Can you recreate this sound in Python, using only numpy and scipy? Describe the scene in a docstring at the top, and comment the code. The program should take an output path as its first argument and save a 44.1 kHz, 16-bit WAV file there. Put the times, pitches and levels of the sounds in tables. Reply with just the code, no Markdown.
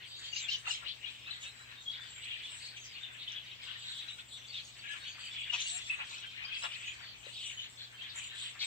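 """Blackbirds roosting in lakeside trees: harsh chacks, low chucks, squeaky whistles, short pips.
Uneven slaps of the voice membranes make the chacks, near-regular ones the chucks; whistles and pips
are trembling near-sines. Trunks and leaves scatter every call. Behind the near birds: blurred chatter
of the far flock, distant rumble, hiss, transformer hum. Two spaced microphones."""
import sys
import numpy as np
from scipy import signal
from scipy.fft import rfft, irfft, next_fast_len
from scipy.io import wavfile
from scipy.ndimage import uniform_filter1d

SR = 44100
rng = np.random.default_rng(int(sys.argv[2]) if len(sys.argv) > 2 else 0)


def output_pcm(signal):
    """Save a mono or channel-first signal as 16-bit PCM at the path in sys.argv[1].

    Samples are clipped to [-1, 1] before scaling.
    """
    pcm = np.clip(np.atleast_2d(signal).T, -1, 1) * 32767
    wavfile.write(sys.argv[1], SR, np.round(pcm).astype(np.int16))


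N = 381906

# rumble and microphone hiss spectrum: f/Hz, relative density/dB
AIR_SPECTRUM = [(32, -35), (52, -1.5), (65, 0), (100, -2), (160, -7.5), (420, -11.5), (1200, -10.5),
                (8000, -19.5), (10500, -37), (13500, -24.5), (16000, -26.5)]
# left-right coherence of rumble and hiss: f/Hz, coherence/1
AIR_COHERENCE = [(60, 0.47), (200, 0.43), (700, 0.13), (1300, 0.059), (9000, 0), (15000, 0.35)]
# mains hum partials: f/Hz, level/dB
HUM_PARTIALS = [(120, -68.5), (240, -83.5)]
# far flock envelope: t/s, low-band level/dB, high-band level/dB
FAR_LEVELS = [(0.0, -54, -64), (0.53, -51.5, -61.5), (1.08, -54, -67.5), (1.61, -56, -66),
              (2.41, -49, -61.5), (2.72, -52.5, -65.5), (3.01, -53.5, -67.5), (3.98, -49.5, -60.5),
              (4.27, -58, -66), (4.75, -53.5, -59), (5.5, -48, -62.5), (5.67, -45, -50), (6.25, -52, -66),
              (6.68, -47.5, -62), (6.87, -50.5, -61.5), (7.96, -55, -65), (8.3, -48, -60.5),
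              (8.66, -53, -67)]
# far flock spectrum: f/Hz, relative density/dB
FAR_SPECTRUM = [(410, -50.5), (700, -18.5), (1130, -12.5), (1280, -14.5), (1570, -5), (3110, -0.5),
                (3550, -1), (5400, -18), (6730, -20), (7770, -10), (8780, -25.5), (9800, -72),
                (12700, -101), (21600, -120)]
# where most birds sit: t/s, bearing/1 (-1 left, +1 right)
FLOCK_BEARING = [(0, .7), (5.3, .7), (5.6, -.6), (6.9, -.5), (7.2, .2)]
# throat response common to all chacks: f/Hz, gain/dB
THROAT_RESPONSE = [(500, -8.5), (791, -16), (1251, -11), (1766, -9), (2491, -3), (3133, -1), (3942, -4.5),
                   (4958, -14), (5561, -14.5), (6995, -14.5), (7846, -11.5), (8800, -20.5)]
# brief notes on one pitch: start t/s, f/Hz, level/dB, left over right/dB
PIPS = [(0.324, 2815, -39.5, 10), (0.338, 6100, -47.5, 7), (0.355, 2802, -42.5, 9.5),
        (0.437, 3500, -39, 1.5), (0.481, 2780, -40.5, 25), (0.545, 2950, -36.5, 5.5), (0.666, 2723, -32, 4),
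        (0.7, 2865, -37, 14), (0.855, 2855, -43, 8), (1.035, 2820, -43.5, 14), (1.267, 2647, -43, 3.5),
        (1.303, 4010, -43, 18.5), (1.873, 3328, -37, 8.5), (1.893, 3320, -43, 15), (1.912, 3320, -47, 14),
        (2.3, 3250, -40, -3), (2.66, 6590, -55.5, -2), (3.024, 3570, -44, 14.5), (3.272, 3500, -42, 5),
        (3.75, 1873, -47, 7), (4.077, 3960, -43.5, 10.5), (4.785, 4530, -50, -3), (5.492, 2845, -34, 8.5),
        (5.893, 2590, -28.5, -1.5), (6.443, 4797, -41, 5), (6.872, 2496, -38, 4), (7.584, 3000, -40, 6),
        (8.452, 3040, -43, 6), (8.64, 7530, -41, -9)]
# voiced calls: centre t/s, length/s, pitch f/Hz, resonance f/Hz, level/dB
CHUCKS = [(5.543, 0.0215, 250, 1200, -46.5), (6.005, 0.028, 282.3, 1317, -44),
          (6.645, 0.024, 233, 1280, -41)]
# gliding notes: start t/s, length/s, start f/Hz, end f/Hz, level/dB
WHISTLES = [(0.06, 0.092, 4700, 4650, -59.5), (0.145, 0.13, 4560, 4520, -54), (0.27, 0.13, 4600, 4560, -53),
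            (0.157, 0.18, 6670, 6930, -63), (0.375, 0.092, 7250, 7214, -51),
            (0.395, 0.09, 4050, 3130, -48.5), (0.5, 0.059, 3160, 3010, -38.5),
            (0.49, 0.106, 6250, 6160, -58), (0.543, 0.052, 4720, 4780, -62.5),
            (0.641, 0.072, 2774, 2740, -45.5), (1.05, 0.025, 3250, 3330, -46.5),
            (1.321, 0.1, 2006, 2024, -60), (1.415, 0.07, 3070, 2940, -55.5),
            (1.445, 0.065, 3660, 3800, -53), (1.45, 0.035, 2620, 2680, -52),
            (1.455, 0.077, 4170, 4050, -55.5), (1.56, 0.094, 4010, 4020, -60),
            (1.76, 0.085, 3700, 3680, -56), (1.85, 0.081, 3300, 3322, -47.5),
            (1.98, 0.089, 3535, 3500, -52), (2.093, 0.1, 7730, 7400, -54.5),
            (2.424, 0.0482, 3457, 3412, -43.5), (2.505, 0.083, 7770, 7700, -53),
            (2.615, 0.062, 4480, 4470, -48), (2.76, 0.049, 6150, 6150, -56.5),
            (2.8, 0.095, 7200, 4870, -56.5), (2.875, 0.055, 5100, 4730, -55.5),
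            (2.925, 0.047, 4400, 4294, -54), (2.998, 0.081, 3570, 3535, -49),
            (3.09, 0.074, 3520, 3480, -63), (3.352, 0.041, 3440, 3300, -44),
            (3.455, 0.022, 3850, 3700, -55), (3.466, 0.025, 4470, 4470, -55), (3.5, 0.032, 3670, 3800, -54),
            (3.81, 0.026, 4600, 4573, -56), (3.849, 0.123, 7390, 7560, -62),
            (3.975, 0.04, 3900, 3976, -45.5), (4.093, 0.031, 3680, 3650, -45),
            (4.123, 0.0216, 3850, 3930, -45), (4.26, 0.14, 7620, 7640, -67),
            (4.307, 0.063, 3500, 3450, -50.5), (4.39, 0.12, 3460, 3470, -59),
            (4.183, 0.0106, 1460, 1480, -50), (4.472, 0.065, 4600, 4390, -50),
            (4.527, 0.067, 4020, 3130, -47), (4.76, 0.21, 7670, 7830, -72.5),
            (4.83, 0.12, 1604, 1725, -50.5), (5.0, 0.165, 4270, 4540, -55),
            (5.181, 0.11, 4530, 4600, -53.5), (5.01, 0.057, 3790, 3850, -53.5),
            (5.3, 0.048, 3500, 3400, -46.5), (5.345, 0.11, 3420, 3370, -43.5),
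            (5.35, 0.0767, 2480, 2611, -49), (5.65, 0.03, 2850, 2834, -39), (5.61, 0.095, 6620, 7294, -50),
            (5.669, 0.12, 7840, 7500, -43), (5.71, 0.061, 709, 724, -64.5),
            (5.79, 0.122, 3330, 3564, -51.5), (5.9, 0.058, 2587, 2590, -42.5),
            (6.445, 0.0625, 3200, 3203, -46.5), (6.511, 0.0833, 3340, 3256, -45.5),
            (6.528, 0.09, 5050, 5000, -59.5), (6.256, 0.04, 3130, 3130, -46.5),
            (6.412, 0.051, 2600, 2391, -44), (6.5, 0.12, 2540, 2600, -47.5),
            (6.85, 0.09, 6470, 7030, -57.5), (7.009, 0.12, 4550, 4500, -58),
            (7.495, 0.17, 6780, 6810, -59.5), (7.564, 0.054, 3020, 2980, -44.5),
            (7.735, 0.06, 3550, 3530, -59.5), (7.93, 0.057, 3100, 3150, -55),
            (7.975, 0.0386, 2650, 2700, -48.5), (8.0, 0.045, 3150, 3230, -45),
            (8.15, 0.049, 7230, 7180, -43), (8.225, 0.0573, 6860, 7210, -50),
            (8.29, 0.065, 3850, 3820, -54), (8.39, 0.06, 3720, 3800, -52), (8.485, 0.15, 7800, 7100, -63)]
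# harsh calls: centre t/s, length/s, band centre f/Hz, spread/octaves, level/dB
CHACKS = [(0.042, 0.061, 3030, 0.71, -50.5), (0.148, 0.088, 3820, 0.16, -49.5),
          (0.259, 0.058, 4320, 0.341, -44.5), (0.383, 0.09, 2680, 0.25, -46),
          (0.373, 0.075, 6600, 0.1, -46.5), (0.375, 0.043, 5020, 0.22, -42),
          (0.449, 0.14, 2390, 0.167, -50), (0.521, 0.0602, 3170, 0.27, -39.5),
          (0.523, 0.057, 5270, 0.18, -40.5), (0.681, 0.045, 1504, 0.525, -46),
          (0.721, 0.087, 3370, 0.41, -41.5), (0.716, 0.078, 5520, 0.38, -41.5),
          (0.79, 0.029, 2184, 0.8, -50), (0.837, 0.0365, 1063, 0.54, -50.5),
          (0.889, 0.057, 3080, 0.43, -40.5), (1.035, 0.032, 2089, 0.25, -50.5),
          (1.077, 0.0675, 3000, 0.39, -45), (1.201, 0.096, 3020, 0.33, -59.5),
          (1.298, 0.1096, 2043, 0.77, -48.5), (1.335, 0.0727, 4060, 0.14, -47.5),
          (1.428, 0.044, 7480, 0.217, -51.5), (1.446, 0.064, 4340, 2, -46.5),
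          (1.57, 0.134, 7840, 0.044, -64.5), (1.603, 0.043, 1431, 0.45, -58),
          (1.729, 0.054, 2190, 0.62, -55), (1.838, 0.0506, 6540, 0.18, -60.5),
          (1.945, 0.061, 3700, 0.2446, -44.5), (2.07, 0.0534, 2000, 1, -51.5),
          (2.248, 0.055, 2975, 0.24, -44.5), (2.327, 0.075, 2953, 0.29, -43),
          (2.462, 0.1162, 3400, 0.27, -49.5), (2.539, 0.056, 1650, 0.72, -50.5),
          (2.572, 0.2, 8830, 0.135, -57), (2.669, 0.104, 4640, 0.1166, -50.5),
          (2.777, 0.026, 3760, 0.58, -46.5), (2.931, 0.034, 2850, 0.335, -54),
          (2.857, 0.04, 6020, 0.164, -52), (2.97, 0.039, 2615, 0.229, -46.5),
          (3.052, 0.043, 3326, 0.18, -48.5), (3.152, 0.034, 1734, 0.41, -53),
          (3.184, 0.029, 2850, 0.22, -53), (3.222, 0.0487, 3910, 0.19, -46),
          (3.278, 0.0202, 3467, 0.14, -44), (3.315, 0.07, 2570, 0.634, -46.5),
          (3.362, 0.071, 2992, 0.27, -48), (3.509, 0.049, 3100, 0.25, -52),
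          (3.639, 0.0305, 2010, 0.71, -47), (3.696, 0.052, 3530, 0.33, -45),
          (3.76, 0.066, 2184, 0.553, -51.5), (3.887, 0.085, 3964, 0.16, -43.5),
          (3.989, 0.097, 3577, 0.096, -46), (4.1, 0.0417, 2360, 1.2, -47), (4.197, 0.022, 3920, 0.315, -46),
          (4.335, 0.0656, 8740, 0.109, -57), (4.345, 0.076, 3959, 0.158, -51),
          (4.39, 0.05, 6150, 0.049, -61), (4.569, 0.07, 3022, 0.56, -42.5), (4.66, 0.058, 6270, 0.31, -54),
          (4.79, 0.063, 6440, 0.46, -59.5), (4.853, 0.0475, 2200, 0.3, -49), (4.915, 0.09, 2900, 0.26, -45),
          (4.939, 0.039, 1100, 0.66, -49), (4.972, 0.0438, 5920, 1.3, -54.5),
          (5.073, 0.0465, 2965, 0.262, -43.5), (5.097, 0.049, 6523, 0.084, -55.5),
          (5.201, 0.0374, 1820, 0.505, -52.5), (5.25, 0.0874, 3200, 0.25, -47),
          (5.35, 0.0378, 1980, 0.72, -47), (5.409, 0.099, 2833, 0.182, -44.5),
          (5.485, 0.073, 1941, 0.58, -49.5), (5.543, 0.028, 2830, 0.25, -33),
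          (5.545, 0.03, 5460, 0.37, -43), (5.59, 0.044, 2400, 0.87, -40.5), (5.611, 0.035, 3085, 0.27, -39),
          (5.615, 0.04, 5940, 0.5, -40), (5.689, 0.0914, 6436, 1.16, -42.5),
          (5.74, 0.0763, 8980, 0.15, -52), (5.775, 0.07, 2220, 0.76, -44.5),
          (5.875, 0.046, 5740, 0.15, -56), (5.924, 0.072, 1928, 0.53, -44),
          (6.01, 0.0318, 2180, 0.279, -39), (6.047, 0.0533, 2010, 1.43, -51.5),
          (6.145, 0.1, 2470, 1.1, -45.5), (6.241, 0.039, 1900, 0.592, -45.5),
          (6.396, 0.083, 2021, 0.36, -47.5), (6.546, 0.084, 3200, 0.39, -45.5),
          (6.605, 0.064, 6663, 0.34, -50.5), (6.645, 0.039, 2428, 1.4, -37),
          (6.736, 0.0585, 3320, 0.69, -43.5), (6.836, 0.093, 2002, 0.6, -49),
          (6.88, 0.082, 2410, 0.33, -44.5), (7.014, 0.053, 1359, 0.51, -54),
          (7.087, 0.0773, 4563, 0.0706, -52.5), (7.269, 0.062, 1345, 0.885, -49.5),
          (7.389, 0.097, 3860, 0.27, -45), (7.466, 0.091, 2890, 0.22, -43),
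          (7.469, 0.0896, 6850, 0.19, -49.5), (7.625, 0.065, 3480, 0.36, -45.5),
          (7.75, 0.044, 2820, 0.62, -67), (7.819, 0.062, 4140, 0.22, -46.5),
          (8.043, 0.073, 2226, 0.696, -47.5), (8.105, 0.033, 4300, 0.19, -47.5),
          (8.177, 0.056, 1186, 0.44, -54), (8.18, 0.05, 6200, 0.073, -57), (8.205, 0.1107, 7600, 0.18, -54),
          (8.208, 0.09, 2900, 0.42, -48), (8.39, 0.09, 3440, 0.47, -47), (8.421, 0.13, 7853, 0.086, -49.5),
          (8.453, 0.08, 3610, 0.3, -45), (8.621, 0.039, 4600, 0.19, -37.5),
          (8.631, 0.045, 4900, 1.35, -38.5)]


def gain_of(db):
    """dB to amplitude factor."""
    return 10 ** (np.asarray(db) / 20)


def unit_rms(x):
    """Scale to rms 1."""
    return x / np.sqrt(np.mean(x ** 2) + 1e-20)


def curve_at(points, hz):
    """Interpolate over log frequency."""
    f, value = np.transpose(points)
    return np.interp(np.log(hz + 1), np.log(f + 1), value)


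def wander(count, smooth_s):
    """Smooth random motion, rms 1."""
    span = max(round(smooth_s * SR), 1)
    noise = rng.standard_normal(count + 2 * span)
    return unit_rms(uniform_filter1d(uniform_filter1d(noise, span), span)[span:-span])


def flock_bearing(t_s):
    """Mean bearing of the birds."""
    return np.interp(t_s, *np.transpose(FLOCK_BEARING))


def lean_db(hz):
    """Random left-over-right level; low voices lean further left."""
    return 3.5 - 1.5 * np.log2(hz / 3000) + 2 * rng.standard_normal()


def place(mix, start_s, call, pan_db, bearing=None, max_lag_s=.0004):
    """Add a call; its bearing (default: near the flock's) sets the lag between microphones."""
    if bearing is None:
        bearing = rng.normal(flock_bearing(start_s), .5)
    lag_s = np.clip(bearing, -1, 1) * max_lag_s
    for side, sign in enumerate((1, -1)):
        at = round((start_s + sign * lag_s / 2) * SR)
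        part = mix[side, max(at, 0):max(at + len(call), 0)]
        part += gain_of(sign * pan_db / 2) * call[max(-at, 0):][:len(part)]


def air(level_db=-62.5):
    """Distant rumble and microphone hiss, partly coherent in the bass and top treble."""
    f = np.fft.rfftfreq(N, 1 / SR)
    left, other = rfft(rng.standard_normal((2, N)))
    coherence = np.clip(curve_at(AIR_COHERENCE, f), -1, 1)
    right = coherence * left + np.sqrt(1 - coherence ** 2) * other
    spectrum = np.array([left, right]) * gain_of(curve_at(AIR_SPECTRUM, f))
    return gain_of(level_db) * unit_rms(irfft(spectrum, N)) * gain_of([[1.5], [-1.5]])


def transformer_hum():
    """Far transformer; level wavers on the way."""
    t = np.arange(N) / SR
    tone = sum(gain_of(db + wander(N, 0.1)) * np.sqrt(2) * np.sin(2 * np.pi * hz * t)
               for hz, db in HUM_PARTIALS)
    return tone * gain_of([[2.2], [-2.2]])


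def tree_echoes(x, t60_s):
    """Scatter off trunks and leaves: sparse random-sign taps, separate per microphone."""
    grid = np.arange(60, SR // 2, 20)
    at = grid + rng.integers(0, 20, (2, len(grid)))
    taps = np.zeros((2, SR // 2 + 20))
    np.put_along_axis(taps, at, rng.choice([-1., 1.], at.shape) * gain_of(-60 * at / SR / t60_s), 1)
    return signal.fftconvolve(x, taps / np.linalg.norm(taps[0]), axes=1)[:, :N]


def far_flock(count=640, lowest_whistle_hz=2400, split_hz=5500):
    """Stream of overlapping calls; distance gives them one common colour."""
    calls = np.zeros((2, N))
    for slot, (jitter, kind, long, high, loud, side) in enumerate(rng.random((count, 6))):
        hz = 1400 * 2 ** (2.6 * high ** .75)
        if kind < .45 and hz > lowest_whistle_hz:
            call = 0.5 * whistle(0.015 + 0.05 * long, hz, hz * (1 - 0.0431 * side),
                                 hz * (1 - 0.088 * side))
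        else:
            call = chack(.02 + .035 * long, hz, 0.36 - 0.15 * high)
        start_s = (slot + jitter) / count * N / SR - .04
        place(calls, start_s, gain_of(1.8 * loud) * call, pan_db=3 + 2.8 * (2 * side - 1))
    f = np.fft.rfftfreq(N, 1 / SR)
    spectrum = rfft(1.05 * calls + tree_echoes(calls, t60_s=0.814))
    magnitude = np.sqrt(uniform_filter1d((abs(spectrum) ** 2).mean(0), 4001))
    spectrum = spectrum / (magnitude + 1e-9) * gain_of(curve_at(FAR_SPECTRUM, f))  # whiten, recolour
    t_s, low_db, high_db = np.transpose(FAR_LEVELS)
    return sum(unit_rms(irfft(spectrum * band, N)) * gain_of(np.interp(np.arange(N) / SR, t_s, db))
               for band, db in ((f < split_hz, low_db), (f >= split_hz, high_db)))


def chuck(length_s, pitch_hz, resonance_hz, spread_oct=0.44):
    """Near-regular membrane slaps, sagging in pitch, through one broad throat resonance."""
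    t = np.arange(-length_s, length_s, 1 / SR)
    cycles = np.cumsum(pitch_hz * (1 - 0.656 * t + 0.066 * wander(len(t), 0.00247))) / SR
    harmonic = np.arange(2, 14)[:, None]
    strength = np.exp(-(np.log2(harmonic * pitch_hz / resonance_hz) / spread_oct) ** 2 / 4)
    phase = 2 * np.pi * (harmonic * cycles + 0.51 * rng.random(harmonic.shape))
    stack = (strength * np.cos(phase)).sum(0)
    flutter = gain_of(4 * wander(len(t), 0.00186))
    return unit_rms(stack * flutter) * np.exp(-(2 * t / length_s) ** 2 / 2)


def whistle(length_s, start_hz, middle_hz, end_hz, steady_after_s=0.0835):
    """Near-sine on a bent glide; level flutters, pitch trembles (less in long notes)."""
    n = round((length_s + 0.0044) * SR)
    glide = np.polyfit([0, .5, 1], [start_hz, middle_hz, end_hz], 2)
    tremble = 0.01 * min(steady_after_s / length_s, 1) * wander(n, 0.0042)
    hz = np.polyval(glide, np.linspace(0, 1, n)) * (1 + tremble)
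    flutter_db = min(length_s / 0.069, 1) * (1.8 * wander(n, 0.011) + 3.1 * wander(n, 0.00202))
    tone = np.sin(2 * np.pi * (np.cumsum(hz) / SR + rng.random()))
    return unit_rms(tone * gain_of(flutter_db)) * signal.windows.tukey(n, min(0.03 / length_s, 1))


def chack_colour(f, length_s, centre_hz, spread_oct):
    """Broad throat band with narrow resonances; also a faint top hiss that rises with each call."""
    band = np.exp(-(np.log2((f + 1) / centre_hz) / spread_oct) ** 2 / 4) + 0.43 * (f > 10000)
    response = [(330, -41.5)] + THROAT_RESPONSE + [(9600, -39), (10800, -49), (13500, -36.5)]
    resonances_db = 3.438 * wander(len(f), length_s / 12)
    return band * gain_of(curve_at(response, f) + resonances_db)


def chack(length_s, centre_hz, spread_oct, noise_mix=0.4, treble_hz=4600):
    """Each uneven slap of the voice membranes sets off a short squeak; breath noise fills in."""
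    t = np.arange(-.8 * length_s, .8 * length_s, 1 / SR)
    n, tail = len(t), np.arange(512)
    size = next_fast_len(n + len(tail))
    f = np.fft.rfftfreq(size, 1 / SR)
    colour = chack_colour(f, length_s, centre_hz, spread_oct)
    slap_hz = rng.uniform(220, 330) * (1 + .2 * wander(n, .004))
    slap_at = np.flatnonzero(np.diff(np.floor(np.cumsum(slap_hz) / SR + .9), prepend=0))
    pitch, ring, bend, loud = rng.random((len(slap_at), 4)).T[:, :, None]
    odds = np.cumsum(colour ** 3 * (f < 9000))  # squeaks fall where the throat is strong
    squeak_hz = np.interp(pitch, odds / odds[-1], f)
    age_s = tail / SR
    cycles = squeak_hz * age_s * (1 + 13.25 * (bend - .5) * age_s)
    envelope = np.exp(-(age_s / (0.00109 + 0.0019 * ring) - 2) ** 2)
    squeaks = gain_of(2.3 * loud) * np.sin(2 * np.pi * cycles) * envelope
    voice = np.bincount((slap_at[:, None] + tail).ravel(), squeaks.ravel(), size)[:n]
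    slaps = np.bincount(slap_at, loud[:, 0], n)
    noise = irfft(rfft(0.312 * unit_rms(slaps) + rng.standard_normal(n), size) * colour, size)[:n]
    spectrum = rfft(unit_rms((1 - noise_mix) * unit_rms(voice) + noise_mix * unit_rms(noise)), size)
    skew = np.where(t < 0, 0.88, 1)  # rise faster than decay
    bands = (f < treble_hz, length_s), (f >= treble_hz, 0.82 * length_s)  # treble is briefer
    return sum(irfft(spectrum * band, size)[:n] * np.exp(-abs(2 * t / span_s / skew) ** 1.98 / 2)
               for band, span_s in bands)


def near_birds(pip_s=0.018, full_lag_pan_db=16):
    """Foreground chacks, whistles, chucks and pips, without echoes."""
    out = np.zeros((2, N))
    for t_s, length_s, hz, spread_oct, db in CHACKS:
        place(out, t_s - .8 * length_s, gain_of(db) * chack(length_s, hz, spread_oct), lean_db(hz))
    for t_s, length_s, start_hz, end_hz, db in WHISTLES:
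        middle_hz = start_hz + .62 * (end_hz - start_hz)
        call = gain_of(db) * whistle(length_s, start_hz, middle_hz, end_hz)
        place(out, t_s, call, lean_db(start_hz), flock_bearing(t_s))
    for t_s, length_s, pitch_hz, resonance_hz, db in CHUCKS:
        call = gain_of(db) * chuck(length_s, pitch_hz, resonance_hz)
        place(out, t_s - length_s, call, lean_db(resonance_hz))
    for t_s, hz, db, pan_db in PIPS:
        place(out, t_s, gain_of(db) * whistle(pip_s, hz, hz, hz), pan_db, pan_db / full_lag_pan_db)
    return out


def scene():
    """Near calls with short and long echoes over far flock, air and hum."""
    near = near_birds()
    echoes = gain_of(-4.5) * tree_echoes(near, t60_s=0.12)
    echoes += gain_of(-12.5) * tree_echoes(near, t60_s=0.37)
    return gain_of(-1.0) * near + echoes + far_flock() + air() + transformer_hum()


def record(dry, cutoff_hz=15800):
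    """Low-pass band limit."""
    lowpass = signal.firwin(511, cutoff_hz, window=("kaiser", 9), fs=SR)
    return signal.oaconvolve(dry, lowpass[None], "same")


dry = scene()
out = record(dry)
output_pcm(out)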